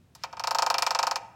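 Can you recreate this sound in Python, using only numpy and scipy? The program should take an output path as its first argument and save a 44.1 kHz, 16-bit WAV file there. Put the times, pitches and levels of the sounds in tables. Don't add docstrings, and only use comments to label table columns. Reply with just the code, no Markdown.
import sys
import numpy as np
from scipy import signal
from scipy.fft import rfft, irfft
from scipy.io import wavfile

SR = 44100
rng = np.random.default_rng(int(sys.argv[2]) if len(sys.argv) > 2 else 0)


def log_audio(samples):
    frames = np.atleast_2d(samples).T
    limited = np.clip(frames, -1, 1)
    pcm = np.round(limited * 32767).astype(np.int16)
    wavfile.write(sys.argv[1], SR, pcm)


def volts_from_decibels(level):
    exponent = np.asarray(level, float) / 20
    return 10 ** exponent


N = 59535
BLOW_SAMPLES = 4096


def evened(x):
    return x / np.sqrt(np.mean(x ** 2) + 1e-20)


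def read(points, hz):
    f, value = np.transpose(points)
    return np.interp(np.log(hz + 1), np.log(f + 1), value)


def coloured(noise, colour):
    hz = np.fft.rfftfreq(len(noise), 1 / SR)
    inside = (hz > colour[0][0] / 2) & (hz < colour[-1][0])
    spectrum = rfft(noise) * volts_from_decibels(read(colour, hz)) * inside
    return evened(irfft(spectrum, len(noise)))


def burst(noise, colour, t, rise_s, t60_s):
    envelope = volts_from_decibels(-60 * t / t60_s) * np.minimum(t / rise_s, 1)
    return envelope * coloured(noise, colour)


def ring(modes, rise_s, t, detune):
    pitch_hz, level_db, t60_s = np.transpose(modes)[:, :, None]
    sign = (-1.) ** np.arange(len(modes))[:, None]
    tuned_hz = pitch_hz * (1 + detune[:len(modes), None])
    sines = sign * volts_from_decibels(level_db - 60 * t / t60_s) * np.sin(2 * np.pi * tuned_hz * t)
    return (1 - np.exp(-t / rise_s)) ** 2 * sines.sum(0)


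def blend(shared, fresh, alike):
    return alike * shared + np.sqrt(1 - alike ** 2) * fresh


def add(mix, start_s, sound):
    part = mix[round(start_s * SR):][:len(sound)]
    part += sound[:len(part)]


# pitch_hz [Hz], level_db [relative dB per Hz]
AIR = [(20, -30), (40, -20), (70, -8.5), (105, -5.5), (150, -7), (220, -13), (350, -18), (450, -22),
       (1000, -30), (2600, -34.5), (9300, -43.5), (13500, -47), (16500, -44)]


def outdoor_air():
    return volts_from_decibels(-61) * coloured(rng.standard_normal(N + 1), AIR)[:N]


# time_s [s], level_db [dB]
RUSTLE_LEVEL = [(.145, -102), (.16, -64.5), (.21, -64.5), (.234, -57.5), (.26, -67), (.4, -82)]
# pitch_hz [Hz], level_db [relative dB per Hz]
RUSTLE_COLOUR = [(800, 7), (1500, 15), (5300, 11), (7500, 3), (12000, -6), (15000, -13), (16500, -37)]


def rustle():
    time_s, level_db = np.transpose(RUSTLE_LEVEL)
    level = volts_from_decibels(np.interp(np.arange(N) / SR, time_s, level_db))
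    return level * coloured(rng.standard_normal(N + 1), RUSTLE_COLOUR)[:N]


# delay_s [s after the first tick], level_db [dB before the tick trim]
TICK_ECHOES = [(.0024, -10), (.0085, -16), (0.0175, -20)]


def ticks(t):
    pitch_hz, width_s = 5050, .0002
    lag_s = 0.000687

    def one(u):
        return np.exp(-.5 * (u / width_s) ** 2) * np.cos(2 * np.pi * pitch_hz * u)

    since_tick = t - lag_s
    out = one(since_tick)
    for delay_s, level_db in [(.001146, -1)] + TICK_ECHOES:
        out = out + volts_from_decibels(level_db) * one(since_tick - delay_s)
    return volts_from_decibels(-1.4) * out


# [relative dB per Hz, before each blow's lean]
FIZZ = [(7500, 3), (9000, -5.5), (11000, -6.5), (13000, -8), (15300, -10), (15900, -10), (16500, -35)]


def fizz(noise, t, lean):
    lean_db = 1.5
    snap_db, snap_s = 5.5, 0.00067
    leaning = [(hz, db + lean_db * chance) for (hz, db), chance in zip(FIZZ, lean)]
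    level = volts_from_decibels(8.5 + snap_db * np.exp(-t / snap_s))
    return level * burst(noise, leaning, t, rise_s=0.00023, t60_s=0.052)


# pitch_hz [Hz], level_db [relative dB per Hz]
SCATTER = [(3200, 5), (4000, 2.5), (5000, 4), (6500, -5), (7700, -11), (8500, -63), (9500, -53)]


def scatter(noise, t):
    return volts_from_decibels(-18) * burst(noise, SCATTER, t, rise_s=0.001, t60_s=0.059)


def hollow_mode(t):
    return ring([(903, -11.5, 0.13)], 0.0018, t, np.zeros(1))


def bright_mode(t):
    return ring([(4330, -17.5, 0.059)], 0.0024, t, np.zeros(1))


# pitch_hz [Hz before detune], level_db [dB before the frame trim], t60_s [s]
FRAME = [(1790, -10, .04), (1985, -10, .05), (2345, -5, .055), (2650, -8, .04), (3050, -10, .05),
         (3300, -9, .05), (3650, -9, .04)]


def frame(t, detune):
    return volts_from_decibels(0.5) * ring(FRAME, 0.0024, t, detune)


# pitch_hz [Hz], level_db [relative dB per Hz]
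CLACK = [(1400, 6), (1750, -9), (2150, -4.5), (2600, 3), (3200, -19.5), (3800, -14), (4300, -44)]


def clack(noise, t):
    return volts_from_decibels(-6) * burst(noise, CLACK, t, rise_s=0.0024, t60_s=0.079)


# pitch_hz [Hz before detune], level_db [dB before the pane trim],
# peak_s [s after contact], sharpness [exponent of the swell]
PANE = [(311.2, -32, 0.0047, 0.51), (413.6, -33, 0.022, 3.7), (526.3, -13.5, 0.0088, 3.47),
        (700, -5, 0.0063, 3.2), (791.3, -7, 0.0067, 1.9), (920.8, -2, 0.0061, 2.6),
        (1003.7, -3.5, 0.0099, 8.7), (1081.7, -4.5, 0.0053, 4), (1272, -2.5, 0.0028, 0.8),
        (1410, -11, 0.0035, 0.73), (1583, -14, 0.0071, 2.45)]


def pane(t, detune):
    pitch_hz, level_db, peak_s, sharpness = np.transpose(PANE)[:, :, None]
    swell = (t / peak_s * np.exp(1 - t / peak_s)) ** sharpness
    tuned_hz = pitch_hz * (1 + detune[:len(PANE), None])
    modes = volts_from_decibels(level_db) * swell * np.sin(2 * np.pi * tuned_hz * t)
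    return volts_from_decibels(-3) * modes.sum(0)


# tick_db [dB], pane_db [dB], mid_db [dB], fizz_db [dB]
PECKS = [(0.1505, -37, -49.5, -70, -55.5), (0.2362, -19, -28.5, -29.5, -48), (0.3278, -34, -34.5, -42, -64),
         (0.3692, -35.5, -36.5, -41, -65), (0.3957, -21, -28, -35, -49), (0.438, -17.5, -26, -30, -47.5),
         (0.4721, -15.5, -22, -31, -41), (0.5088, -14.5, -21, -33, -40.5), (0.5477, -16, -20, -29, -39.5),
         (0.5856, -12, -18.5, -26, -37.5), (0.6221, -13, -17, -29, -37), (0.6635, -15.5, -19.5, -28, -42),
         (0.701, -11.5, -16.5, -28, -38), (0.7419, -13.5, -21, -21.5, -45),
         (0.7826, -11, -22.5, -27.5, -39), (0.8222, -11, -21, -22.5, -35), (0.8651, -12, -20, -22, -36.5),
         (0.9069, -11.5, -20, -32, -40.5), (0.9487, -13, -20, -24.5, -42.5),
         (0.989, -11.5, -18.5, -26.5, -38), (1.029, -12.5, -19, -30.5, -39.5),
         (1.0688, -14, -19, -31, -40.5), (1.1114, -14, -21.5, -33, -43.5),
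         (1.1575, -15.5, -26, -29.5, -42.5)]


def drumming():
    scatter_alike, fizz_alike = .88, .7
    detune_spread = .004
    wall_s, wall_db = .02, -14
    t, out = np.arange(BLOW_SAMPLES) / SR, np.zeros(N)
    shared = rng.standard_normal(BLOW_SAMPLES)
    own = rng.standard_normal((len(PECKS), BLOW_SAMPLES))
    for (start_s, tick_db, pane_db, mid_db, fizz_db), fresh in zip(PECKS, own):
        noise = blend(shared, fresh, scatter_alike)
        hiss = blend(shared, fresh, fizz_alike)
        detune = detune_spread * fresh
        beak = volts_from_decibels(tick_db) * (ticks(t) + scatter(noise, t) + bright_mode(t))
        top = volts_from_decibels(fizz_db) * fizz(hiss, t, fresh)
        middle = volts_from_decibels(mid_db) * (frame(t, detune) + clack(noise, t))
        dull = volts_from_decibels(pane_db) * pane(t, detune[::-1])
        hollow = volts_from_decibels(pane_db) * hollow_mode(t)
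        add(out, start_s, beak + top + middle + dull + hollow)
        add(out, start_s + wall_s, volts_from_decibels(wall_db) * dull)
    return out


# pitch_hz [Hz], t60_s [s]
ROOM_T60 = [(300, 0.37), (800, 0.75), (2000, 0.69), (5500, 0.47), (12000, 0.61)]
# pitch_hz [Hz], level_db [dB before the room trim]
ROOM_COLOUR = [(250, 15.5), (500, 2.5), (680, -1.5), (790, -3), (885, 5), (1000, -13), (1200, -6),
               (2500, -2), (3400, -9), (4500, -12.5), (8000, -8.5), (14000, -16)]


def room(x):
    delay_s = .009
    hz, t, z = signal.stft(rng.standard_normal(SR), SR, nperseg=512)
    colour_db, t60_s = read(ROOM_COLOUR, hz), read(ROOM_T60, hz)
    z = z * volts_from_decibels(colour_db[:, None] - 60 * t / t60_s[:, None])
    tail = signal.istft(z, SR, nperseg=512)[1]
    tail = tail * np.clip(np.arange(len(tail)) / SR / delay_s - 1, 0, 1)
    power = np.mean(volts_from_decibels(colour_db) ** 2 * t60_s)
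    tail = tail / np.linalg.norm(tail) * np.sqrt(power)
    return volts_from_decibels(-8.5) * signal.fftconvolve(x, tail)[:N]


def scene():
    bird = drumming()
    return (outdoor_air() + rustle() + bird + room(bird))[None]


def roll_off(x):
    return signal.sosfilt(signal.butter(12, 16800, fs=SR, output="sos"), x)


def record(dry):
    edge = signal.firwin(255, 16650, window=("kaiser", 8), fs=SR)
    mix = signal.oaconvolve(dry, edge[None], "same")
    return roll_off(mix)


dry = scene()
out = record(dry)
log_audio(out)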